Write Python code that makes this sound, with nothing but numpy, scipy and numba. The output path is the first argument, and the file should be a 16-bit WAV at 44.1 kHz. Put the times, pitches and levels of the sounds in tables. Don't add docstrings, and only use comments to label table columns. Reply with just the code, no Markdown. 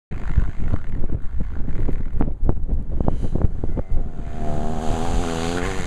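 import sys
import numpy as np
from scipy import signal
from scipy.fft import rfft, irfft, next_fast_len
from scipy.io import wavfile
from scipy.ndimage import uniform_filter1d, map_coordinates
from numba import njit

SR = 44100
rng = np.random.default_rng(int(sys.argv[2]) if len(sys.argv) > 2 else 0)


def wrap_up_sound(samples):
    columns = np.atleast_2d(samples).T
    tamed = np.clip(columns, -1, 1)
    steps = np.round(tamed * 32767).astype(np.int16)
    wavfile.write(sys.argv[1], SR, steps)


N = 258426
TIME = np.arange(N) / SR
SMOOTH_FROM_HZ, SMOOTH_OVER_HZ = 60, 20


def motorcycle():
    # (time [s], throttle [0-1])
    throttle = [(.11,0.65),(.25,1),(.7,1),(1.1,0.21),(1.45,0.58),(1.8,0.76),(2.35,0),(2.9,0.64),(3.23,1),(3.47,0.56),(4.03,0.4),(4.47,0.84),(4.785,0.79),(4.845,1),(5.48,0.82),(5.86,0.32)]
    # (time [s], distance [m])
    distance = [(0,56.5),(3.0,52),(4.0,46.3),(5.0,31.1),(5.86,19.5)]
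    # (time [s], gain [dB])
    bass = [(0,-12.5),(2.8,-39),(4.0,-8),(4.22,-12),(4.5,1),(5.05,0),(5.58,2),(5.86,-5)]
    # (centre [s], half length [s], depth [dB])
    lift_offs = [(1.034,0.016,7),(1.156,0.017,18),(1.642,.028,8.5),(2.313,0.044,9),(2.663,0.25,8.5),(3.48,0.017,25),(5.611,0.011,6)]
    reference_m, air_loss_db_per_m, growl_loss_db_per_m, blur_db_per_m = 29.1, .73, .45, .17
    rate_hz = firing_rate()
    shut = 1 - np.clip(in_time(throttle)[0], 0, 1)
    distance_m, = in_time(distance)
    beyond_m = np.maximum(distance_m - reference_m, 0)
    full = np.clip((35 - distance_m) / 14, 0, .85)
    smooth = np.clip((rate_hz - SMOOTH_FROM_HZ) / SMOOTH_OVER_HZ, 0, 1)
    blur_db = blur_db_per_m * smooth * beyond_m
    lift_db = sum(depth_db * bell(s, half_s) for s, half_s, depth_db in lift_offs)
    run_db, _ = bark_runs()
    bass_db = in_time(bass)[0] - 11 * shut
    bark_db = -42 - lift_db - 9 * shut - 8 * smooth - blur_db + run_db
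    rasp_db = -35.5 - lift_db - 20.5 * shut - air_loss_db_per_m * (distance_m - reference_m) - blur_db
    pulses = firings(rate_hz, jitter_s=.00006, uneven_db=.45)
    bangs = firings(rate_hz, jitter_s=.0001, uneven_db=1.34)
    growl = from_db(-33 - 13.5 * full - growl_loss_db_per_m * beyond_m) * growls(pulses, bangs)
    thump = from_db(-26) * thumps(pulses, full)
    bark = from_db(bark_db) * barks(bangs, rate_hz)
    rasp = from_db(rasp_db) * rasps(pulses, bangs, distance_m)
    return (from_db(bass_db) * (thump + growl) + bark + rasp) * reference_m / distance_m


def firing_rate():
    # (time [s], firing rate [Hz])
    revs = [(.1,57),(.36,48),(.52,55.5),(1.4,57),(2.15,61),(2.3,70),(2.9,86.5),(3.0,89.2),(3.15,91.9),(3.19,91.7),(3.235,90.8),(3.29,91.2),(3.36,92.8),(3.5,91.5),(3.65,95.5),(3.72,92.3),(3.84,95),(3.94,92.3),(4.1,79),(4.29,75.5),(4.35,79),(4.42,76.6),(4.55,74.9),(4.68,77.3),(4.745,81),(4.79,73.5),(4.84,82),(4.89,73.5),(4.95,82.5),(5.0,79),(5.05,87),(5.088,81),(5.13,88.5),(5.17,81),(5.22,90.5),(5.268,81.7),(5.31,83.1),(5.346,81.5),(5.46,83.1),(5.572,89.3),(5.624,86.8),(5.68,98.4),(5.732,93.5),(5.78,95.1),(5.824,88.1),(5.86,87.9)]
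    rate_hz, = in_time(revs)
    _, missed = bark_runs()
    low_revs = rate_hz < SMOOTH_FROM_HZ + SMOOTH_OVER_HZ / 2
    return rate_hz * (1 - missed * low_revs)


def firings(rate_hz, jitter_s, uneven_db):
    times_s = TIME[1:][np.diff(np.floor(np.cumsum(rate_hz) / SR)) > 0]
    chance = rng.standard_normal((len(times_s), 2))
    return clicks(times_s + jitter_s * chance[:, 0], from_db(uneven_db * chance[:, 1]))


def thumps(pulses, full):
    # (frequency [Hz], level [dB])
    far_spectrum = [(40,-4.5),(80,-4.5),(155,-3),(235,1.5),(305,-12.5),(380,-3),(460,-13),(600,-10.5),(690,-1.5),(765,-6.5),(850,-39),(1200,-22.5),(4000,-56.5)]
    # (frequency [Hz], level [dB])
    near_spectrum = [(40,-4),(83,-1),(165,3),(250,7),(335,-1),(415,6),(495,4.5),(580,-10),(665,-2.5),(780,-5.5),(900,-17),(1150,-13),(1600,-53),(4000,-76)]
    thump = -(1 - full) * colour(pulses, far_spectrum) - full * colour(pulses, near_spectrum)
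    wavering = drift(9) * scattered(thump, decay_s=.006) + drift(14) * scattered(thump, decay_s=.012)
    return thump + from_db(-16) * wavering


def growls(pulses, bangs):
    # (frequency [Hz], level [dB])
    spectrum = [(200,-30),(480,1.5),(660,-1),(780,8.5),(900,2),(1100,1),(1600,-5),(4000,-55.5)]
    # (peak [s], half length [s], gain [dB])
    swell = (5.03,.11,5)
    peak_s, half_s, swell_db = swell
    drone = .5 * rms_one(pulses) * (1 + .3 * drift(12)) + .65 * scattered(pulses, decay_s=.006)
    jet = .75 * noise() * puffs(bangs, decay_s=.004)
    return colour(drone + jet, spectrum) * from_db(swell_db * bell(peak_s, half_s))


def barks(bangs, rate_hz):
    # (frequency [Hz], level [dB])
    spectrum = [(300,-23),(700,4),(1000,5.5),(1400,2),(2050,0),(2500,-6.5),(3500,-10.5),(5000,-15),(7000,-14.5),(9000,-19.5)]
    stutter = np.clip((72 - rate_hz) / 25, 0, 1)
    between = puffs(firings(2 * rate_hz, jitter_s=.002, uneven_db=6), decay_s=.0011)
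    blast = puffs(bangs, decay_s=.0011)
    envelope = (blast + .52 * between + .5 - .35 * stutter) * from_db(stutter * drift(25.8))
    jet = colour(steady(noise(), window_s=.00033) * envelope, spectrum)
    bark = ringing(jet, width_hz=520, boost_db=6.5)
    return dulled(bark + from_db(-7.5) * scattered(bark, decay_s=.02), top_hz=7040)


def bark_runs():
    # (start [s], end [s], initial gain [dB], missed share [0-1])
    runs = [(0.093,0.454,8,0.01),(.26,0.418,1,0.0046),(0.666,.965,6,0.34),(1.719,2.136,6,.335),(5.217,5.9,12,0),(5.573,5.687,9.5,0),(5.698,5.881,6.5,0)]
    edge_s, sag_db_per_s = .024, 3.5
    extra_db, missed = 0, 0
    for start_s, end_s, db, share in runs:
        inside = np.clip(np.minimum(TIME - start_s, end_s - TIME) / edge_s + .5, 0, 1)
        extra_db += inside * (db - sag_db_per_s * (TIME - start_s))
        missed += inside * share
    return extra_db, missed


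def ringing(x, width_hz, boost_db):
    # (time [s], frequency [Hz])
    note = [(.19,2050),(.25,1700),(.33,1780),(.45,1480),(.56,2100),(.65,2080),(.68,1330),(.82,1330),(.87,2020),(.96,1950),(1.1,1500),(1.3,1500),(1.4,1850),(1.6,1500),(1.74,1930),(2.2,1880),(4.4,1290),(5.55,1300),(5.66,1950)]
    hz = in_time(note)[0] * (1 + .045 * drift(35))
    ring = resonate(x, 2 * np.pi * hz / SR, np.exp(-np.pi * width_hz / SR))
    return rms_one(x + from_db(boost_db) * ring)


def rasps(pulses, bangs, distance_m):
    # (frequency [Hz], level [dB])
    spectrum = [(600,1),(1500,-8),(3200,-0.5),(4500,-5),(6800,-1.5),(8500,-10),(10500,-15.5),(13000,-29.5),(15500,-46.5)]
    # (peak [s], half length [s], level re rasp [dB])
    surge = (5.46,0.091,-3)
    # (frequency [Hz], level [dB])
    surge_spectrum = [(1500,-13),(2800,-6),(3600,-3.5),(4600,-6.5),(6000,-26),(12000,-44)]
    crack = puffs(pulses, decay_s=.0001)
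    hiss = delayed(puffs(bangs, decay_s=.00081), lag_s=.00069)
    close = np.clip((21.5 - distance_m) / 2, 0, 1)
    far_power = 1 + .024 * crack ** 2 + .29 * hiss ** 2
    rattle_power = 1.3 * puffs(bangs, decay_s=.0013) ** 2 + .12
    rasp = colour(noise() * np.sqrt((1 - close) * far_power + close * rattle_power), spectrum)
    peak_s, half_s, surge_db = surge
    surge_jet = colour(noise() * np.sqrt(1 + hiss ** 2), surge_spectrum)
    rasp += from_db(surge_db) * bell(peak_s, half_s) * surge_jet
    bright = np.clip(TIME - 3.6, 0, 1)
    return bright * rasp + (1 - bright) * dulled(rasp, top_hz=9500)


def puffs(pulses, decay_s):
    pole = np.exp(-1 / (decay_s * SR))
    return rms_one(signal.lfilter([1], [1, -2 * pole, pole * pole], pulses + 1e-18))


def far_buzz():
    # (peak [s], level [dB], fade either side [dB/s])
    swells = [(3.229,-53.5,82),(3.7,-66.5,60),(4.55,-58,52)]
    # (frequency [Hz], level [dB])
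    spectrum = [(700,-14),(1500,-11),(2300,-6),(3100,-3),(4000,-6),(5000,0),(7200,-3.5),(9000,-3.5),(11300,-14),(12500,-25)]
    # (start [s], end [s], centre [Hz], width [Hz], level [dB], roughness [0-1])
    whines = [(3.075,3.275,3020,330,-64.5,0),(3.1,3.278,2400,800,-68,0.4),(3.19,3.33,3950,500,-67,.3),(3.72,3.925,2050,259,-61,0.32),(4.27,4.47,1710,900,-52.5,0.77)]
    whine_fade_db_per_s = 140
    rate_hz = firing_rate() * (1 + .002 * drift(35))
    level = sum(from_db(db - db_per_s * np.abs(TIME - s)) for s, db, db_per_s in swells)
    crank_rad = 4 * np.pi * np.cumsum(rate_hz) / SR
    lines = harmonics(crank_rad, count=66, uneven_db=6)
    echoes = scattered(firings(rate_hz, jitter_s=.00004, uneven_db=2.5), decay_s=.02)
    buzz = level * colour(lines + .35 * echoes, spectrum)
    for start_s, end_s, hz, width_hz, db, rough in whines:
        band = signal.butter(2, [hz - width_hz / 2, hz + width_hz / 2], "band", fs=SR, output="sos")
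        whine = signal.sosfilt(band, (1 - rough) * lines + 2 * rough * echoes)
        outside_s = np.maximum(np.maximum(start_s - TIME, TIME - end_s), 0)
        buzz += from_db(db - whine_fade_db_per_s * outside_s) * steady(rms_one(whine), window_s=.099)
    return buzz


def harmonics(angle_rad, count, uneven_db):
    gains = from_db(uneven_db * rng.uniform(-.7, 1, count))
    phases_rad = 2 * np.pi * rng.random(count)
    return rms_one(sum(gains[k] * np.sin((k + 1) * angle_rad + phases_rad[k]) for k in range(count)))


def scattered(x, decay_s):
    t = TIME[:SR // 2]
    return rms_one(signal.fftconvolve(x, rng.standard_normal(len(t)) * np.exp(-t / decay_s))[:N])


def wind():
    # (time [s], rumble [dB], flutter [dB])
    breeze = [(0,-22.5,-30),(1.4,-17.5,-38.5),(2.4,-20,-33.5),(3.6,-20,-32.5),(4.3,-25,-34),(4.7,-21,-32),(5.2,-23.5,-32),(5.33,-28,-40.5),(5.86,-22.5,-29)]
    # (peak [s], rumble [dB], flutter [dB], half length [s])
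    gusts = [(0.394,-13.5,-32,0.081),(0.674,-14.5,-29,0.093),(0.993,-15.5,-28.5,0.058),(1.143,-32,-25,0.037),(1.412,-16,-30,0.018),(1.81,-16.5,-28,0.16),(2.207,-10.5,-24,0.028),(2.46,-12.5,-28.5,0.027),(2.736,-12,-30,0.015),(3.108,-19.5,-30.5,0.17),(3.449,-16,-17.5,0.0087),(3.71,-17.5,-30,0.056),(3.95,-12.5,-46,0.061),(4.551,-19,-31,0.14),(4.914,-14,-27,0.019),(5.153,-17,-29.5,0.061)]
    # (time [s], depth [dB])
    lulls = [(.54,12.5),(.82,4),(1.31,7.5),(1.487,8),(2.383,14),(2.59,-4),(2.87,4.5),(3.866,13)]
    # (time [s], level [dB], half length [s])
    buffets = [(0.742,-18,0.0041),(1.012,-34,0.013),(1.567,-27.5,0.0032),(1.607,-29,0.0075),(1.889,-22.5,0.011),(2.214,-18,0.007),(2.289,-31,0.027),(2.5,-23.5,0.013),(2.714,-26.5,0.019),(2.807,-35,0.015),(2.934,-29.5,0.012),(3.011,-21,0.0013),(3.085,-23.5,0.014),(3.243,-23.5,0.013),(3.359,-21,0.0077),(3.411,-23.5,0.018),(3.644,-24.5,0.0072),(3.786,-19,0.0096),(3.994,-29,0.016)]
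    # (frequency [Hz], level [dB])
    rumble_spectrum = [(4,2.5),(10,6.5),(20,3),(35,-10),(60,-10.5),(110,-25.5),(200,-36.5),(400,-66),(1500,-94.5)]
    flutter_spectrum = [(30,-0.5),(80,2.5),(150,-1),(260,-8),(450,-16),(800,-31),(1500,-38),(12000,-83.5)]
    buffet_spectrum = [(50,9),(130,5.5),(300,1),(550,-4.5),(850,-16.5),(1400,-36),(2500,-42),(6000,-59.5),(14000,-102)]
    rumble_power, flutter_power = from_db(in_time(breeze)) ** 2
    for s, rumble_db, flutter_db, half_s in gusts:
        rumble_power += (from_db(rumble_db) * bell(s, half_s)) ** 2
        flutter_power += (from_db(flutter_db) * bell(s, half_s)) ** 2
    rumble = np.sqrt(rumble_power) * steady(colour(noise(), rumble_spectrum), window_s=.112)
    lumps = colour(noise() * from_db(4.7 * drift(80)), flutter_spectrum)
    flutter = np.sqrt(flutter_power) * steady(lumps, window_s=.12)
    eddies = sum(from_db(db) * bell(s, half_s) for s, db, half_s in buffets)
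    turbulence = steady(colour(noise() * from_db(5.8 * drift(300)), buffet_spectrum), window_s=.028)
    lull_db = sum(depth_db * bell(s, half_s=.022) for s, depth_db in lulls)
    return from_db(-lull_db) * (rumble + flutter) + eddies * turbulence


def wind_pops():
    # (time [s], signed peak [linear], edge [s], build-up [s], undershoot [linear])
    bursts = [(0.381,-0.8,0.0023,0.0015,-0.047),(0.7412,-0.4,0.00024,0.001,0),(1.041,0.091,0.00034,0.00073,0.23),(1.566,-0.034,0.00033,.0007,-0.11),(1.8871,0.29,0.0003,.0008,-0.046),(2.2106,-0.58,0.0002,0.00063,-0.06),(2.2124,0.026,0.00024,.0008,0.43),(2.224,-0.29,0.000091,0.00045,0.037),(2.278,0.25,0.00066,0.0017,0.13),(2.4931,0.29,0.00023,0.00049,0.6),(3.0068,0.22,0.00033,0.00049,0.48),(3.0834,1.2,0.00034,0.00041,.33),(3.243,0.18,0.00035,.001,0.042),(3.355,0.26,0.00037,0.00077,0.076),(3.384,0.19,0.00028,.0006,-0.014),(3.417,0.27,0.0002,.0004,0.23),(3.447,-0.25,0.0017,.0012,0.025),(3.639,0.52,0.00037,0.00088,0.0047),(3.792,0.11,0.00018,0.00034,.16),(3.795,-0.21,0.00028,0.00043,0.049)]
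    recover_s = .0096
    pressure = np.zeros(N)
    for s, peak, edge_s, build_s, undershoot in bursts:
        span = np.abs(TIME - s) < .1
        t = TIME[span] - s
        collapsed = .5 + .5 * np.tanh(t / edge_s - 1)
        away_s = np.hypot(t, edge_s) - edge_s
        pressure[span] += peak * (1 - collapsed) * np.exp(-away_s / build_s)
        pressure[span] -= undershoot * collapsed * np.exp(-away_s / recover_s)
    return dulled(dulled(pressure, top_hz=3000), top_hz=3600)


def ticks():
    # (start [s], level [dB], clicks [count])
    runs = [(0.692,-35,2),(.742,-38,1),(.89,-35.5,2),(.966,-40,1),(0.997,-36,3),(1.124,-37,1),(1.223,-38.5,2),(1.396,-43,2),(1.761,-38,2),(1.8,-35,3),(1.92,-34.5,3),(2.134,-36,1),(2.195,-34.5,2),(2.431,-37,1),(2.451,-35,1),(2.493,-35.5,2),(2.639,-35,1),(2.733,-35,2),(2.826,-38,1),(3.453,-37,2),(3.92,-33,4),(4.012,-36,1)]
    gap_s = .007
    impulses = np.zeros(N)
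    for s, db, count in runs:
        k = np.arange(round(count))
        times_s = s + k * gap_s * rng.uniform(.8, 1.2, len(k))
        impulses += clicks(times_s, from_db(db - k * rng.uniform(0, 1.7, len(k))))
    return dulled(signal.lfilter([1], [1, -.3], impulses + 1e-18), top_hz=12600)


def air():
    # (frequency [Hz], level [dB])
    spectrum = [(50,10.5),(300,-16.5),(800,-6),(2000,-33.5),(4000,-34),(9000,-37),(15000,-50)]
    return from_db(-51.5) * colour(noise(), spectrum)


def from_db(db):
    return 10 ** (np.asarray(db) / 20)


def rms_one(x):
    return x / np.sqrt(np.mean(x ** 2) + 1e-20)


def in_time(rows):
    times_s, *columns = np.transpose(rows)
    return [np.interp(TIME, times_s, column) for column in columns]


def bell(centre_s, half_s):
    return np.exp(-.5 * ((TIME - centre_s) / half_s) ** 2)


def noise():
    return rng.standard_normal(N)


def drift(rate_hz):
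    knots = rng.standard_normal(N // 10)
    return rms_one(map_coordinates(knots, [TIME * rate_hz], order=2))


def clicks(times_s, heights):
    out = np.zeros(N)
    np.add.at(out, np.clip((np.asarray(times_s) * SR).astype(int), 0, N - 1), heights)
    return out


def delayed(x, lag_s):
    return np.interp(TIME - lag_s, TIME, x, left=0)


def steady(x, window_s):
    power = uniform_filter1d(x ** 2, max(int(window_s * SR), 2))
    return x / np.sqrt(np.maximum(power, 0) + .05)


def colour(x, spectrum):
    size = next_fast_len(N + SR // 2, True) // 2 * 2
    hz, db = np.transpose(spectrum)
    grid_hz = np.maximum(np.arange(size // 2 + 1) * SR / size, 1)
    cepstrum = irfft(np.log(from_db(np.interp(np.log(grid_hz), np.log(hz), db))))
    cepstrum[1:size // 2] *= 2
    cepstrum[size // 2 + 1:] = 0
    return rms_one(irfft(rfft(x, size) * np.exp(rfft(cepstrum)))[:N])


def dulled(x, top_hz):
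    return signal.sosfilt(signal.butter(2, top_hz, fs=SR, output="sos"), x)


@njit
def resonate(x, step_rad, radius):
    y = np.zeros(len(x))
    for i in range(2, len(x)):
        drive = (1 - radius * radius) / 2 * (x[i] - x[i - 2])
        y[i] = drive + 2 * radius * np.cos(step_rad[i]) * y[i - 1] - radius * radius * y[i - 2]
    return y


def scene():
    mono = motorcycle() + far_buzz() + wind() + wind_pops() + ticks() + air()
    return np.array([mono, mono])


def record(dry):
    notch_hz, notch_width_hz, cutoff_hz = 5423, 1440, 15600
    start_s, fade_in_s = .11, .0052
    b, a = signal.iirnotch(notch_hz, notch_hz / notch_width_hz, fs=SR)
    opened = np.clip((TIME - start_s) / fade_in_s, 0, 1)
    sound = signal.lfilter(b, a, dry) * opened
    return signal.sosfilt(signal.ellip(10, .1, 80, cutoff_hz, fs=SR, output="sos"), sound)


dry = scene()
out = record(dry)
wrap_up_sound(out)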